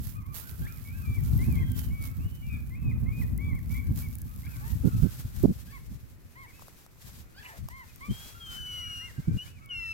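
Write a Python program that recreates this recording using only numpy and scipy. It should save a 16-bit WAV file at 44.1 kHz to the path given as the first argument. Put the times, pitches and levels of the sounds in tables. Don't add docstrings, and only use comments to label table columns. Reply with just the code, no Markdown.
import sys
import numpy as np
from scipy import signal
from scipy.fft import rfft, irfft, next_fast_len
from scipy.io import wavfile
from scipy.ndimage import uniform_filter1d, map_coordinates

SR = 44100
rng = np.random.default_rng(int(sys.argv[2]) if len(sys.argv) > 2 else 0)


def master_out(mix):
    frames = np.transpose(np.atleast_2d(mix))
    ceiling = np.clip(frames, -1, 1)
    pcm = np.round(ceiling * 32767).astype(np.int16)
    wavfile.write(sys.argv[1], SR, pcm)


N = 437913


def amp(db):
    return 10 ** (np.asarray(db) / 20)


def unit(x):
    return x / np.sqrt(np.mean(x ** 2) + 1e-20)


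def along(points, hz):
    f, v = np.transpose(points)
    return np.interp(np.log(hz + 1), np.log(f + 1), v)


def curve(rows, axis=1):
    columns = np.transpose(rows)
    return np.interp(np.arange(N) / SR, columns[0], columns[axis])


def wobble(rate_hz, size=N):
    knots = rng.standard_normal(int(size * rate_hz / SR) + 4)
    return map_coordinates(knots, [np.arange(size) * rate_hz / SR], mode="nearest")


def filtered(x, response):
    size = x.shape[-1]
    m = next_fast_len(size + 8192)
    return irfft(rfft(x, m) * response(np.fft.rfftfreq(m, 1 / SR)), m)[..., :size]


def coloured(x, spectrum):
    return unit(filtered(x, lambda hz: amp(along(spectrum, hz))))


def add(track, s, sound):
    start = max(round(s * SR), 0)
    part = track[..., start:start + sound.shape[-1]]
    part += sound[..., :part.shape[-1]]


def panned(x, pan_db):
    ratio = amp(pan_db)
    return x * np.sqrt(2 / (1 + ratio ** 2)) * np.array([ratio, np.ones_like(ratio)]).reshape(2, -1)


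# f/Hz, relative level/dB
LAKE = [(40, 13.5), (400, 3), (800, -8), (1300, -7), (2500, -8.5), (5000, -45), (16000, -47)]


def lake(level_db):
    swell = amp(1.3 * wobble(4))
    return coloured(rng.standard_normal((2, N)), LAKE) * amp(level_db) * swell


# t/s, level/dB
BREEZE = [(0, -36), (.15, -42.5), (.78, -44.5), (1.02, -36), (1.5, -27.5), (1.8, -32.5), (2.1, -40.5),
          (2.7, -42), (2.86, -30), (3.8, -34.5), (4.3, -39.5), (4.95, -38), (5.25, -44), (5.75, -47.5),
          (6.1, -54.5), (6.9, -61.5), (8.5, -49.5), (9.93, -52)]
# t/s, length/s, level/dB
GUSTS = [(0.568, 0.14, -33), (1.86, 0.19, -38), (2.086, 0.24, -36), (2.44, 0.18, -36.5),
         (3.44, 0.15, -33.5), (3.827, 0.21, -31), (5.833, 0.17, -37), (6.958, 0.36, -47.5)]


def wind_strength_db():
    power = amp(curve(BREEZE)) ** 2
    for s, length_s, db in GUSTS:
        add(power, s, (amp(db) * signal.windows.hann(round(length_s * SR))) ** 2)
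    return 10 * np.log10(power)


# f/Hz, relative level/dB
RUMBLE = [(12, -40), (20, -21), (59, 3.5), (114, 0.5), (183, -9), (250, -11.5), (305, -22), (369, -29.5),
          (549, -41.5), (1170, -46.5), (1980, -120)]


def wind(gain_db, lumps_db, bright_db, bright_db_per_db):
    level_db = wind_strength_db()
    lumps = amp(lumps_db * np.array([wobble(35), wobble(35)]))
    rumble = coloured(rng.standard_normal((2, N)), RUMBLE)
    low = filtered(rumble, lambda hz: 1 / (1 + (hz / 170) ** 4))
    below_peak_db = np.maximum(level_db - level_db.max(), -9)
    brightness = amp(bright_db + bright_db_per_db * below_peak_db)
    return amp(level_db + gain_db) * unit(lumps) * (low + brightness * (rumble - low))


# t/s, core length/s, centre f/Hz, left level/dB, right level/dB
BUFFETS = [(4.753, 0.021, 119, -26, -37), (4.839, 0.047, 180.8, -45, -17.5),
           (4.932, 0.069, 110, -27, -24.5), (5.024, 0.019, 120, -31, -13), (5.044, 0.028, 199, -48, -22),
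           (5.25, 0.015, 88, -29.5, -30), (5.348, 0.089, 100.7, -31, -40), (5.434, 0.0235, 238, -25, -13),
           (5.448, 0.0115, 325, -43, -21), (5.471, 0.0495, 177, -25.5, -25), (7.583, 0.083, 109, -36, -44),
           (8.084, 0.044, 143.5, -27, -30.5), (9.183, 0.02, 112, -33.5, -28.5),
           (9.276, 0.025, 133, -26.5, -21.5), (9.303, 0.068, 129, -26, -32)]


def buffets(gain_db, steepness, reach, core_db):
    out = np.zeros((2, N))
    for s, length_s, centre_hz, *port_db in BUFFETS:
        size = round(1.38 * length_s * SR)
        swell = signal.windows.tukey(size, .5)

        def swirl_response(hz):
            ratio = hz / centre_hz
            return ratio ** 0.75 / (1 + (ratio / reach) ** steepness)

        for port, db in zip(out, port_db):
            hz = centre_hz * np.exp(0.177 * wobble(106.6, size))
            cycles = rng.random() + np.cumsum(hz) / SR
            core = np.pad(swell * np.sin(2 * np.pi * cycles), size)
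            push = np.pad(swell * rng.standard_normal(size), size)
            swirls = filtered(push, swirl_response)
            eddy = unit(unit(swirls) + amp(core_db) * unit(core))
            add(port, s - 0.1577 * length_s - size / SR, amp(db + gain_db) * eddy)
    return out


# t/s, level/dB
STIR = [(0.0, -51.5), (0.25, -68), (0.7, -57.5), (1.6, -59), (2.4, -62), (3.0, -67), (3.6, -63.5),
        (4.3, -59), (5.5, -53.5), (6.25, -64), (6.7, -54), (6.9, -61.5), (7.3, -61.5), (7.9, -56.5),
        (8.4, -51), (9.2, -55.5), (9.93, -67.5)]
# t/s, length/s, level/dB
SWEEPS = [(0, 0.094, -52), (0.318, 0.097, -45.5), (0.417, 0.2, -55.5), (1.203, 0.38, -54.5),
          (1.734, 0.08, -46.5), (2, 0.057, -50), (3.138, 0.088, -56), (3.688, 0.046, -49),
          (3.935, 0.078, -48.5), (4.477, 0.51, -54), (4.97, 0.066, -48), (5.079, 0.13, -47.5),
          (5.32, 0.082, -51), (5.515, 0.091, -53), (6.975, 0.22, -52), (7.382, 0.19, -52),
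          (8.092, 0.2, -47), (8.484, 0.066, -46), (8.754, 0.064, -52), (9.312, 0.18, -55.5)]
SWEEP_ATTACK_S, SWEEP_RELEASE_S = 0.045, 0.043


def rustle_strength_db():
    power, t = amp(curve(STIR)) ** 2, np.arange(SR) / SR
    for s, length_s, db in SWEEPS:
        rise = np.minimum(t / SWEEP_ATTACK_S, 1)
        shape = rise * np.exp(-np.maximum(t - length_s, 0) / SWEEP_RELEASE_S)
        add(power, s, (amp(db) * shape) ** 2)
    return 10 * np.log10(power)


# f/Hz, relative level/dB
GRASS = [(500, -3.5), (1200, -2), (2500, -3), (4500, -2), (7500, -2), (10000, -4), (12000, 3), (14000, 0.5),
         (16000, -2.5)]
# t/s, left minus right level/dB, crispness of the stalks/dB
SWAN = [(0, -9, 5.5), (1.8, -7, 5), (3.05, -1.5, 5.5), (3.8, -4, 6), (4.7, 2.5, 3), (5, 1.5, 0.5),
        (6, 2, -1.5), (9.9, 1, -6.5)]


def grass(gain_db, crackle_db, grain_spread_db, flicker_db, shared):
    hiss = rng.standard_normal((3, N))
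    cracks_per_s, grain_decay_s = 900, 0.00032
    sizes = amp(grain_spread_db * np.minimum(rng.exponential(size=N), 5))
    cracks = (rng.random(N) < cracks_per_s / SR) * sizes
    decays = signal.lfilter([1], [1, -np.exp(-1 / (grain_decay_s * SR))], cracks)
    grains = decays * rng.standard_normal((3, N))
    crisp = amp(curve(SWAN, axis=2))
    left, right, both = unit(hiss + amp(crackle_db) * crisp * unit(grains))
    pair = coloured(np.array([left, right]) + shared * both, GRASS)
    sizzle = filtered(pair, lambda hz: 1 - 1 / (1 + (hz / 10000) ** 8))
    level = amp(rustle_strength_db() + gain_db + flicker_db * wobble(45))
    return panned((pair + (crisp - 1) * sizzle) * level, curve(SWAN))


def clicks(events, spectrum, t60_s, gain_db):
    out, t = np.zeros((2, N)), np.arange(SR // 30) / SR
    for s, db in events:
        noise = rng.standard_normal(len(t)) + 1.17 * rng.standard_normal((2, len(t)))
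        padded = np.pad(noise * amp(-60 * t / t60_s), ((0, 0), (SR // 500, 0)))
        burst = coloured(padded, spectrum)
        add(out, s - 1 / 500, amp(db + gain_db) * burst / np.abs(burst).max())
    return panned(out * amp(curve(SWAN, axis=2)), curve(SWAN))


# t/s, level/dB
SNAPS = [(.5043, -36.5), (1.3774, -30.5), (1.5254, -34), (1.7187, -32), (3.3775, -35), (4.154, -34.5),
         (4.1854, -37), (4.2178, -36), (5.4287, -28), (6.1005, -46), (7.6869, -28.5), (7.96, -28.5),
         (9.6599, -31)]


def snaps():
    spectrum = [(500, -21), (2000, -9), (8000, 4.0), (13000, 14.0)]  # f/Hz, level/dB
    return clicks(SNAPS, spectrum, t60_s=0.0086, gain_db=3.5)


def nibbles(start_s, end_s, level_db, count):
    draws = rng.random((count, 2))
    return [(start_s + when * (end_s - start_s), level_db + 10 * loud) for when, loud in draws]


# t/s, level/dB
TAPS = [(6.595, -53), (6.622, -50), (6.683, -48.5), (6.864, -50.5), (7.687, -43)]


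def taps():
    spectrum = [(150, -28), (600, -0.5), (1100, 3.0), (2000, -23), (5000, -17.5)]  # f/Hz, level/dB
    events = TAPS + nibbles(6.58, 7.7, level_db=-74.0, count=44)
    return clicks(events, spectrum, t60_s=0.0078, gain_db=17.5)


# f/Hz, t60/s
SHORE = [(300, 0.13), (2300, 0.6), (9000, 0.16)]


def shore(x):
    hz, t, z = signal.stft(rng.standard_normal((2, SR // 2)), SR, nperseg=256)
    decay = amp(-60 * t / along(SHORE, hz)[:, None])
    tail = signal.istft(z * decay, SR, nperseg=256)[1]
    return signal.fftconvolve(x[None], tail / np.linalg.norm(tail[0]), axes=1)[:, :N]


# t/s, pitch scatter/share of the pitch
RASP = [(7.41, 0.027), (7.5, 0.11), (7.6, 0.24)]
BLOOM_S = 0.043


def gull(calls, throat, jitter, flutter_db, lead_ms, pan_db, echo_db, odd_db=0, waver=0, bloom_db=0):
    voice = np.zeros(N)
    for call, odd in zip(calls, np.broadcast_to(odd_db, len(calls))):
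        s, pitch_hz, level_db = np.transpose(call)
        t = np.arange(s[0], s[-1], 1 / SR)
        glide_hz = uniform_filter1d(np.interp(t, s, pitch_hz), size=250)
        hz = glide_hz * (1 + waver * wobble(56.6, len(t)))
        rasp = np.interp(t, *np.transpose(RASP), left=0, right=0)
        scatter = jitter * wobble(398, len(t)) + rasp * wobble(892, len(t))
        phase = 2 * np.pi * np.cumsum(hz * (1 + scatter)) / SR
        muted_db = bloom_db * np.exp((t[0] - t) / BLOOM_S)
        tone = np.zeros(len(t))
        for k in range(1, 12):
            harmonic_db = along(throat, k * hz) + odd * (k % 2) - muted_db * (k > 2)
            tone += amp(harmonic_db) * np.sin(k * phase)
        edges = np.clip(np.minimum(t - t[0], t[-1] - t) / 0.00062, 0, 1)
        level = amp(np.interp(t, s, level_db) + flutter_db * wobble(128.7, len(t)))
        add(voice, s[0], np.sqrt(2) * tone * edges * level)
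    half_lead_s = lead_ms / 2000 * np.array([[1], [-1]])
    ports = filtered(voice, lambda hz: np.exp(2j * np.pi * hz * half_lead_s))
    return panned(ports, pan_db) + amp(echo_db) * shore(voice)


SCOOP, FLICK_S = 0.036, 0.0111
FLICK_FADE_DB = 35
YELP_FADE_DB, FADE_POWER = 7, 2.8
THIN_FROM_HZ, THIN_OVER_HZ, THIN_DB = 1216, 133, 10


def yelps(rows):
    u, calls = np.linspace(0, 1, num=60), []
    for s, length_s, start_hz, top_hz, end_hz, drop, db in rows:
        rise, fall = np.sqrt(np.maximum([top_hz - start_hz, top_hz - end_hz], 0))
        hz = top_hz - ((rise + fall) * u - rise) ** 2
        thinning_db = THIN_DB * np.clip((hz - THIN_FROM_HZ) / THIN_OVER_HZ, 0, 1)
        scooped = SCOOP * np.exp(-u * length_s / FLICK_S)
        dropped = drop * np.exp((u - 1) * length_s / FLICK_S)
        flick = 1 - scooped - dropped
        fade_db = FLICK_FADE_DB * (1 - flick) + YELP_FADE_DB * np.abs(2 * u - 1) ** FADE_POWER
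        calls.append(np.transpose([s + length_s * u, hz * flick, db - thinning_db - fade_db]))
    return calls


# t/s, level/dB
FAR_FLOCK = [(0, 9.5), (3.8, -1.5), (5, 9.5), (6.1, -19), (7.1, -16), (8.5, 10), (9.9, 4.5)]


def far_calls(count, top_hz, level_db):
    calls = []
    for slot, (when, long, high, loud) in enumerate(rng.random((count, 4))):
        start_s = (slot + when) / count * N / SR
        s = start_s + np.linspace(0, 0.0597 + 0.1056 * long, num=5)
        arch = np.sin(np.linspace(0, np.pi, num=5))
        hz = top_hz * (.72 + 0.34 * high) * (.8 + .2 * arch)
        flock_db = np.interp(s, *np.transpose(FAR_FLOCK))
        calls.append(np.transpose([s, hz, level_db + flock_db + 5 * loud + 9 * (arch - 1)]))
    return calls


# t/s, length/s, start f/Hz, top f/Hz, end f/Hz, final drop/share of the pitch, level/dB
FAR_CRIES = [(.52, 0.29, 1460, 1500, 1130, 0.023, -61), (8.6, 0.42, 1378, 1341, 1300, 0, -50)]


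def far_gulls():
    dulled = [(1600, 0.0), (2600, -13.0), (6000, -65)]  # f/Hz, level/dB
    calls = far_calls(count=64, top_hz=1646, level_db=-69) + yelps(FAR_CRIES)
    return gull(calls, dulled, jitter=0.011, flutter_db=3.0, lead_ms=0.37, pan_db=1.0,
                echo_db=-7.0, waver=0.0047)


# t/s, level/dB
HOARSE = [(7.415, -94), (7.43, -55), (7.47, -51), (7.5, -60), (7.53, -78), (7.59, -74), (7.62, -90)]
# f/Hz, relative level/dB
HOARSE_THROAT = [(500, -24), (1200, -9), (1800, -11), (2100, -1), (2950, 3), (3200, -32), (4800, -22),
                 (7000, -30)]


def hoarse(pulse_hz, flutter_db, lead_ms):
    cycles = np.cumsum(pulse_hz * (1 + 0.06 * wobble(320))) / SR
    pulsed = rng.standard_normal(N) * (1 + np.sin(2 * np.pi * cycles))
    puffs = coloured(pulsed, HOARSE_THROAT)
    voice = puffs * amp(curve(HOARSE) + flutter_db * wobble(140))
    ports = np.array([voice, np.roll(voice, round(lead_ms * SR / 1000))])
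    return ports + amp(-24) * shore(voice)


# t/s, length/s, start f/Hz, end f/Hz, level/dB
HONKS = [(4.446, 0.025, 734, 835, -57), (5.663, .062, 790, 895, -56.5), (7.344, 0.062, 689, 885, -50)]


def honks(swell_db):
    u, calls = np.linspace(0, 1, num=30), []
    for s, length_s, start_hz, end_hz, db in HONKS:
        hz = start_hz + (end_hz - start_hz) * u
        calls.append(np.transpose([s + length_s * u, hz, db - swell_db * (1 - u) ** 2]))
    return calls


# f/Hz, relative level/dB
HONK_THROAT = [(1000, -20), (1500, -1.5), (1750, -3.5), (2100, -27), (2600, -12), (3300, -9.5), (4100, -19),
               (4600, -5), (6000, -31)]


def honker():
    return gull(honks(swell_db=14), HONK_THROAT, jitter=0.0073, flutter_db=2.0, lead_ms=0.086,
                pan_db=0.0, echo_db=-5, waver=0.0082)


# t/s, length/s, start f/Hz, top f/Hz, end f/Hz, final drop/share of the pitch, level/dB
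LOW_CRIES = [(4.61, .13, 797, 948, 945, 0.014, -59.5), (5.72, 0.063, 1103, 1132, 960, 0.036, -52),
             (6.355, .11, 963, 1087, 898, .07, -53), (7.43, 0.11, 950, 1006, 845, 0.1, -54.5),
             (7.52, .07, 753, 749, 576, .09, -63.5), (7.7, .145, 933, 1070, 910, 0.047, -52),
             (8.008, 0.08, 1036, 1185, 1227, 0.012, -47)]
# f/Hz, relative level/dB
LOW_THROAT = [(750, 7), (950, -0.5), (1150, -2.5), (1650, 5.5), (2200, 0.5), (3200, -21), (4300, -21),
              (7000, -42), (15000, -57)]


def low_crier():
    return gull(yelps(LOW_CRIES), LOW_THROAT, jitter=0.012, flutter_db=1.0, lead_ms=0.31,
                pan_db=1.0, echo_db=-14.5, waver=0.0072)


# t/s, end t/s, pitch f/Hz, overshoot at the start/Hz, settling time/s, glide/(Hz/s),
# start level/dB, middle level/dB, end level/dB, odd harmonics/dB
MEWS = [(8.086, 8.417, 1636, -105, 0.064, 113, -42, -49.5, -64, -22),
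        (8.393, 9.094, 1533, 139.5, 0.081, -185, -41.5, -32, -36.5, -1.5),
        (9.369, 9.469, 1328, 90, 0.027, 2600, -34, -33.5, -52, -14),
        (9.69, 9.96, 1377, 171, 0.028, -215, -30, -31, -31.5, -2.5)]
MEW_DROP_HZ = 50
MEW_ATTACK_S, MEW_RELEASE_S, MEW_FADE_DB = 0.02, 0.036, 19


def mews():
    calls = []
    for s, end_s, pitch_hz, overshoot_hz, settle_s, glide_hz_per_s, *levels_db, _ in MEWS:
        length_s = end_s - s
        t = np.linspace(0, length_s, num=150)
        opening = np.minimum(t / MEW_ATTACK_S, 1)
        closing = np.minimum((length_s - t) / MEW_RELEASE_S, 1)
        settling_hz = overshoot_hz * np.exp(-t / settle_s)
        hz = pitch_hz + settling_hz + glide_hz_per_s * t - MEW_DROP_HZ * (1 - closing)
        db = np.interp(t, [0, length_s / 2, length_s], levels_db)
        calls.append(np.transpose([s + t, hz, db + MEW_FADE_DB * (opening * closing - 1)]))
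    return calls


# f/Hz, relative level/dB
MEW_THROAT = [(1350, -23.5), (1600, -22), (2500, -6.5), (3300, -6.5), (4000, -27.5), (4500, -33),
              (5300, -24), (5800, -22), (6800, -35), (8200, -31.5), (11500, -42), (14300, -33),
              (16000, -44)]


def mewer():
    return gull(mews(), MEW_THROAT, jitter=0.0039, flutter_db=0.75, lead_ms=0.318, pan_db=3.0,
                echo_db=-17.5, odd_db=[mew[-1] for mew in MEWS], bloom_db=23)


# t/s, length/s, start f/Hz, top f/Hz, end f/Hz, final drop/share of the pitch, level/dB
YELPS = [(1.54, 0.37, 1596, 1611, 1443, 0.015, -48), (1.56, 0.081, 1055, 1060, 1020, 0.11, -58),
         (1.905, 0.19, 1115, 1127, 1092, 0.0094, -59.5), (2.195, .32, 1300, 1514, 1263, 0, -50.5),
         (2.42, 0.16, 1151, 1170, 1130, 0, -61.5), (2.49, 0.079, 1290, 1258, 1178, .03, -50),
         (3.385, 0.15, 1048, 1150, 1018, 0.026, -55), (3.535, 0.06, 1050, 1131, 1000, 0.14, -60.5),
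         (3.7, 0.12, 1148, 1152, 1137, 0.11, -56), (3.745, .06, 1032, 1118, 1129, 0, -57),
         (4.02, 0.057, 1153, 1153, 1140, 0.096, -58.5), (4.432, 0.041, 1010, 1190, 1190, 0.016, -63.5),
         (4.478, 0.089, 1280, 1300, 1080, 0.077, -60.5), (6.455, 0.062, 963, 1153, 1050, 0.082, -64),
         (6.53, 0.081, 1254, 1315, 1286, 0.063, -58), (7.882, .037, 1265, 1280, 1224, .05, -60.5),
         (8.66, .2, 1173, 1125, 960, .05, -66), (8.8, 0.14, 1107, 1156, 1080, .09, -64),
         (9.0, 0.12, 915, 1065, 893, .18, -61.5), (9.195, 0.25, 1035, 1224, 1240, 0.02, -72.5),
         (9.455, 0.14, 1062, 1320, 1095, .04, -62), (9.615, 0.28, 1135, 1125, 910, 0.051, -65)]
# t/s, pitch f/Hz, level/dB
PITCH_TRACKS = [
    [(.62, 802, -62), (.645, 810, -66), (.669, 910, -60), (.672, 1133, -58), (.705, 1225, -62),
     (.76, 1245, -72), (.82, 684, -78)],
    [(.85, 1115, -66), (.885, 1122, -61.5), (.96, 1298, -64), (1.01, 1327, -68), (1.06, 1186, -57.5),
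     (1.17, 1148, -56), (1.185, 1022, -67), (1.215, 910, -81)],
    [(1.39, 990, -62.5), (1.425, 1073, -56), (1.445, 1220, -59), (1.48, 1324, -66), (1.515, 1245, -58.5),
     (1.565, 1096, -61), (1.58, 1107, -58), (1.595, 1280, -55)],
    [(2.705, 995, -72), (2.75, 1070, -59.5), (2.756, 1210, -57), (2.8, 1337, -71), (2.865, 1263, -57.5),
     (2.911, 1210, -54), (2.916, 1030, -62), (2.93, 1000, -67)],
    [(3.06, 1017, -65.5), (3.09, 1090, -58), (3.122, 1124, -63), (3.128, 1226, -56), (3.213, 1238, -56),
     (3.219, 1010, -59), (3.25, 890, -71)],
    [(4.465, 1030, -63), (4.472, 1135, -55), (4.48, 1280, -61)],
    [(7.405, 898, -64), (7.432, 806, -70), (7.445, 760, -66)],
]
# f/Hz, relative level/dB
YELP_THROAT = [(800, 12), (1100, 13.5), (1350, -12), (1650, 10), (2000, 10), (3000, -4.5), (3500, 1),
               (4400, -25), (8000, -31), (15000, -54)]


def yelping_flock():
    return gull(yelps(YELPS) + PITCH_TRACKS, YELP_THROAT, jitter=0.0071, flutter_db=0.6, lead_ms=0.436,
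                pan_db=3.0, echo_db=-9.5, odd_db=-13.5, waver=0.0044)


def scene():
    air = wind(gain_db=4.0, lumps_db=4.0, bright_db=1.5, bright_db_per_db=0.51)
    air += buffets(gain_db=-5.0, steepness=4.98, reach=1.27, core_db=-10.0)
    swan = grass(gain_db=0.5, crackle_db=-6.5, grain_spread_db=3.5, flicker_db=2.0, shared=0.17)
    swan += snaps() + taps()
    gulls = far_gulls() + hoarse(pulse_hz=944, flutter_db=-4.0, lead_ms=0.29)
    gulls += honker() + low_crier() + mewer() + yelping_flock()
    return lake(level_db=-58.5) + air + swan + gulls


TOP_HZ = 15950


def record(dry):
    return filtered(dry, lambda hz: hz < TOP_HZ)


dry = scene()
out = record(dry)
master_out(out)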